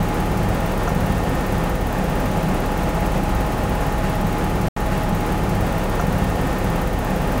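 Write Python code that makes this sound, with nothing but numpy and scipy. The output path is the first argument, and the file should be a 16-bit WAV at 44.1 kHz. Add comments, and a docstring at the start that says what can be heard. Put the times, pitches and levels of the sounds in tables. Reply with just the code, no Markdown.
"""An extractor fan drones in a restaurant kitchen. Turbulent air rushes and booms in the duct,
the wheel hums at multiples of its shaft speed and grazes metal once a turn with a fine tick,
and motors add thin whistling tones. A container is set down with one soft knock.
The sound runs as a loop of about four seconds, broken once by a short silence."""
import sys
import numpy as np
from scipy import signal
from scipy.fft import rfft, irfft
from scipy.io import wavfile
from scipy.ndimage import uniform_filter1d

SR = 44100
rng = np.random.default_rng(int(sys.argv[2]) if len(sys.argv) > 2 else 0)


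def bounce(signal):
    """Save signal as a 16-bit WAV file at the path given by the first command-line argument."""
    frames = np.transpose(np.atleast_2d(signal))
    limited = np.clip(frames, -1, 1)
    pcm = np.round(limited * 32767).astype(np.int16)
    wavfile.write(sys.argv[1], SR, pcm)


N = 326340
LOOP_S, SHAFT_HZ = 4.24, 17.4
LOOP_N = round(LOOP_S * SR)


def gain_of(db):
    """Decibels to a gain factor."""
    return 10 ** (np.asarray(db) / 20)


def unit_rms(x):
    """Scales to rms 1."""
    return x / np.sqrt(np.mean(x ** 2) + 1e-20)


def clock(length_s):
    """Sample times from zero."""
    return np.arange(round(length_s * SR)) / SR


def add(mix, start_s, sound):
    """Mixes a sound in at its start time."""
    part = mix[round(start_s * SR):][:len(sound)]
    part += sound[:len(part)]


def follow(curve, column=1):
    """One column of an automation curve at every sample of the loop."""
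    rows = np.array(curve)
    return np.interp(clock(LOOP_S), rows[:, 0], rows[:, column])


def drift(rate_hz):
    """Smooth random modulation of rms 1, rolling off above rate_hz."""
    hz = np.fft.rfftfreq(LOOP_N, 1 / SR)
    spectrum = rfft(rng.standard_normal(LOOP_N)) * (hz > 0)
    return unit_rms(irfft(spectrum / (1 + (hz / rate_hz) ** 4), LOOP_N))


def band_noise(centre_hz, width_hz, size):
    """Noise of rms 1 in one steep-sided band."""
    hz = np.fft.rfftfreq(size, 1 / SR)
    spectrum = rfft(rng.standard_normal(size))
    return unit_rms(irfft(spectrum / (1 + (2 * (hz - centre_hz) / width_hz) ** 4), size))


def tone(hz, db, wander=0.00087):
    """A sine at an rms level, its pitch wandering slightly."""
    cycles = np.cumsum(hz * (1 + wander * drift(rate_hz=3.3))) / SR + rng.random()
    return np.sqrt(2) * gain_of(db) * np.sin(2 * np.pi * cycles)


def swell(x, curve_db):
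    """Compresses a sound, then rides its level along a curve."""
    x = unit_rms(x)
    envelope = np.sqrt(uniform_filter1d(x ** 2, SR // 14) + .02)
    return gain_of(curve_db) * x / envelope


def ring(modes, t):
    """The decaying sines of a struck object."""
    return sum(gain_of(db - 60 * t / t60) * np.sin(2 * np.pi * (hz * t + rng.random()))
               for hz, db, t60 in modes)


def kitchen(x, wet_db, t60):
    """Direct sound plus dense reflections from steel and tiles."""
    t = clock(.4)
    tail = rng.standard_normal(len(t)) * gain_of(-60 * t / t60) * (t > .003)
    reverb = signal.fftconvolve(x, tail)[:len(x)]
    return x + gain_of(wet_db) * np.std(x) * unit_rms(reverb)


def air_rush(flutter_db=0.47, low_cut_hz=22):
    """Turbulent air, lifted at the duct's resonances; its level rides on the flow."""
    # broadband bed of the rush: f/Hz, density/(dB per Hz)
    bed = [(15, -44), (45, -75), (75, -52.5), (130, -48.5), (220, -52), (380, -55.5), (700, -55.5),
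           (1500, -64.5), (2700, -72), (4400, -80), (6600, -82.5), (9800, -84.5), (11500, -88.5),
           (15500, -88)]
    # steady resonances of duct and room: f/Hz, width/Hz, peak density/(dB per Hz)
    resonances = [(30.4, 5.6, -49), (101.5, 9.7, -45), (108.5, 8.1, -56), (253, 58, -54.5),
                  (367, 14.4, -53.5), (488, 4.2, -50.5), (2680, 270, -76), (6580, 550, -87),
                  (9550, 500, -89)]
    # nearly even air flow with a few brief sags: t/s, level/dB
    flow = [(0.0, -0.06), (1.7, 0.0), (1.84, -2.2), (2.0, 0.04), (3.26, 0.0), (3.82, 0.1), (3.96, -1.0),
            (4.08, 0.8), (4.24, -1.5)]
    hz = np.fft.rfftfreq(LOOP_N, 1 / SR)
    bed_hz, bed_db = np.transpose(bed)
    power = gain_of(np.interp(np.log(hz + 1), np.log(bed_hz), bed_db)) ** 2
    for centre, width, db in resonances:
        power += gain_of(db) ** 2 / (1 + (2 * (hz - centre) / width) ** 4)
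    power *= 1 - 1 / (1 + (hz / low_cut_hz) ** 10)
    phases = np.exp(2j * np.pi * rng.random(len(hz)))
    rush = irfft(np.sqrt(power * LOOP_N * SR / 2) * phases, LOOP_N)
    return rush * gain_of(follow(flow) + flutter_db * drift(rate_hz=16))


def duct_booms(low_trim_db=-0.5, upper_trim_db=-2.5, blades=11, throb_hz=7.2, throb_db=1.5):
    """Turbulence drives two throbbing booms in the duct; the upper one carries the blade tone."""
    # swells of the low boom: t/s, level/dB
    low_swells = [(0.0, -40), (0.38, -25.5), (0.46, -28), (0.56, -29.2), (2.06, -28), (2.14, -34),
                  (2.4, -32), (2.58, -37), (2.94, -26), (3.24, -28), (3.34, -23), (3.56, -28.5),
                  (3.68, -26.5), (4.24, -29)]
    # swells of the upper boom: t/s, level/dB
    upper_swells = [(0.0, -17), (0.12, -32), (0.22, -22.5), (0.86, -29.5), (0.94, -21), (1.46, -30.2),
                    (1.54, -23.5), (1.8, -25), (1.88, -33.5), (2.04, -25), (2.2, -34), (2.4, -20),
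                    (2.78, -31.5), (2.86, -27), (3.28, -23.5), (3.42, -32), (3.68, -26.7), (4.24, -26.5)]
    low = band_noise(centre_hz=57.7, width_hz=18, size=LOOP_N)
    upper = band_noise(centre_hz=162.7, width_hz=23.6, size=LOOP_N)
    upper += tone(blades * SHAFT_HZ, db=-1.0)
    low_db = follow(low_swells) + low_trim_db + throb_db * drift(throb_hz)
    upper_db = follow(upper_swells) + upper_trim_db + throb_db * drift(throb_hz)
    return swell(low, low_db) + swell(upper, upper_db)


def wheel_hum(wander=0.0024, waver_db=1.2):
    """The fan wheel hums at multiples of the shaft speed, all following its slight wander."""
    # partials of the hum: multiple of the shaft speed, rms level/dB
    partials = [(2, -27.5), (3, -35), (6, -38), (18, -42), (23, -45), (25, -51)]
    turns = np.cumsum(SHAFT_HZ * (1 + wander * drift(rate_hz=1.0))) / SR
    hum = np.zeros(LOOP_N)
    for order, db in partials:
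        amplitude = np.sqrt(2) * gain_of(db + waver_db * drift(rate_hz=1.7))
        hum += amplitude * np.sin(2 * np.pi * (order * turns + rng.random()))
    return hum


def motor_whistles(flicker_db=1.0, waver_db=1.5, upper_hz=1819.8):
    """Two leading whistles over fainter motor tones that waver in the moving air."""
    # swells of the leading whistles: t/s, lower level/dB, upper level/dB
    swells = [(0, -37, -45.5), (1.2, -36.5, -42.5), (2.1, -37, -43.5), (2.4, -34, -45.5), (3.4, -34.5, -46),
              (4.24, -33.5, -43)]
    # the lower whistle and two companions that swell with it: f/Hz, relative level/dB
    chord = [(839.8, 0), (810.2, -5), (640.6, -6.5)]
    # fainter motor tones: f/Hz, rms level/dB
    motor_tones = [(99.6, -41), (185.7, -42), (288, -56), (481.8, -42), (524.9, -40), (740.2, -45.5),
                   (939.4, -59), (1239.5, -45.5), (1383.5, -51), (1921, -71), (2145, -58), (4054, -65),
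                   (4720, -63)]
    lower = sum(tone(hz, follow(swells, 1) + db + flicker_db * drift(rate_hz=5.2)) for hz, db in chord)
    upper = tone(upper_hz, follow(swells, 2) + flicker_db * drift(rate_hz=6.1))
    faint = sum(tone(hz, db + waver_db * drift(rate_hz=1.6)) for hz, db in motor_tones)
    return lower + upper + faint


def wheel_ticks(level_db=-47, spread_db=0.4, jitter_s=0.00013, scrape_db=-3, scrape_t60=0.09):
    """The wheel grazes metal once a turn: a fine, high ring with a short hiss of scraping."""
    # runs of ticks: first tick t/s, end t/s
    runs = [(.028, 2.18), (2.199, 4.24)]
    # three quick contacts within each tick: delay/s, relative level/dB
    contacts = [(0, 4), (.0016, -11), (.0025, 2)]
    # ring of the grazed metal: f/Hz, relative level/dB, t60/s
    metal_modes = [(6400, -9, .025), (9550, -10, .025), (10240, -8, .03), (10430, -8, .03),
                   (11400, -8, .03), (12500, -4, .025), (12820, -5, .025), (13850, -4, .012),
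                   (14400, 0, .016), (14600, -2, .016), (15330, 0, .016), (15620, -3, .016)]
    hits = np.zeros(LOOP_N)
    for first, end in runs:
        for tick_s in np.arange(first, end, 1 / SHAFT_HZ):
            force_db = -spread_db * rng.standard_normal()
            for delay, db in contacts:
                add(hits, tick_s + delay + jitter_s * rng.standard_normal(), gain_of([force_db + db]))
    t = clock(0.11)
    ringing = signal.fftconvolve(hits, ring(metal_modes, t))[:LOOP_N]
    scrape_envelope = signal.fftconvolve(hits, gain_of(-60 * t / scrape_t60))[:LOOP_N]
    scrape = scrape_envelope * band_noise(centre_hz=8700, width_hz=14000, size=LOOP_N)
    ticks = unit_rms(ringing) + gain_of(scrape_db) * unit_rms(scrape)
    return gain_of(level_db) * unit_rms(kitchen(ticks, wet_db=-9, t60=.14))


def container_knock(start_s=.876, ring_db=-29.5, rise_s=0.00071, clack_db=-38, clack_t60=0.12):
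    """A container meets the counter: a dull ring and a brief bright clack, half buried in the drone."""
    # ring of the knock: f/Hz, relative level/dB, t60/s
    body_modes = [(710, 14, 0.058), (920, 3, 0.054), (1180, 3.5, 0.021), (1374, 9.5, 0.055),
                  (1580, 0, 0.051)]
    t = clock(.2)
    bright = band_noise(centre_hz=6100, width_hz=1500, size=len(t))
    clack = bright * gain_of(clack_db - 60 * t / clack_t60)
    body = gain_of(ring_db) * ring(body_modes, t)
    attack = 1 - np.exp(-t / rise_s)
    knock = np.zeros(LOOP_N)
    add(knock, start_s, (body + clack) * attack)
    return kitchen(knock, wet_db=-9, t60=0.62)


def scene():
    """The fan and the knock, looped through two stretches with a short silence between."""
    # stretches in which the loop plays: start t/s, end t/s, offset into the loop/s
    stretches = [(0, 4.686, 0), (4.764, 7.41, 3.884)]
    loop = air_rush() + duct_booms() + wheel_hum() + motor_whistles() + wheel_ticks() + container_knock()
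    loop *= signal.windows.tukey(LOOP_N, .0004)  # tiny fades keep the seam from clicking
    mix = np.zeros(N)
    for start, end, offset in stretches:
        playhead = round(offset * SR) + np.arange(round((end - start) * SR))
        add(mix, start, loop[playhead % LOOP_N] * signal.windows.tukey(len(playhead), .001))
    return mix[None]


def record(dry):
    """A steep high cut at 15.8 kHz."""
    lowpass = signal.firwin(1023, 15800, window=("kaiser", 9), fs=SR)
    return signal.oaconvolve(dry, lowpass[None], "same")


dry = scene()
out = record(dry)
bounce(out)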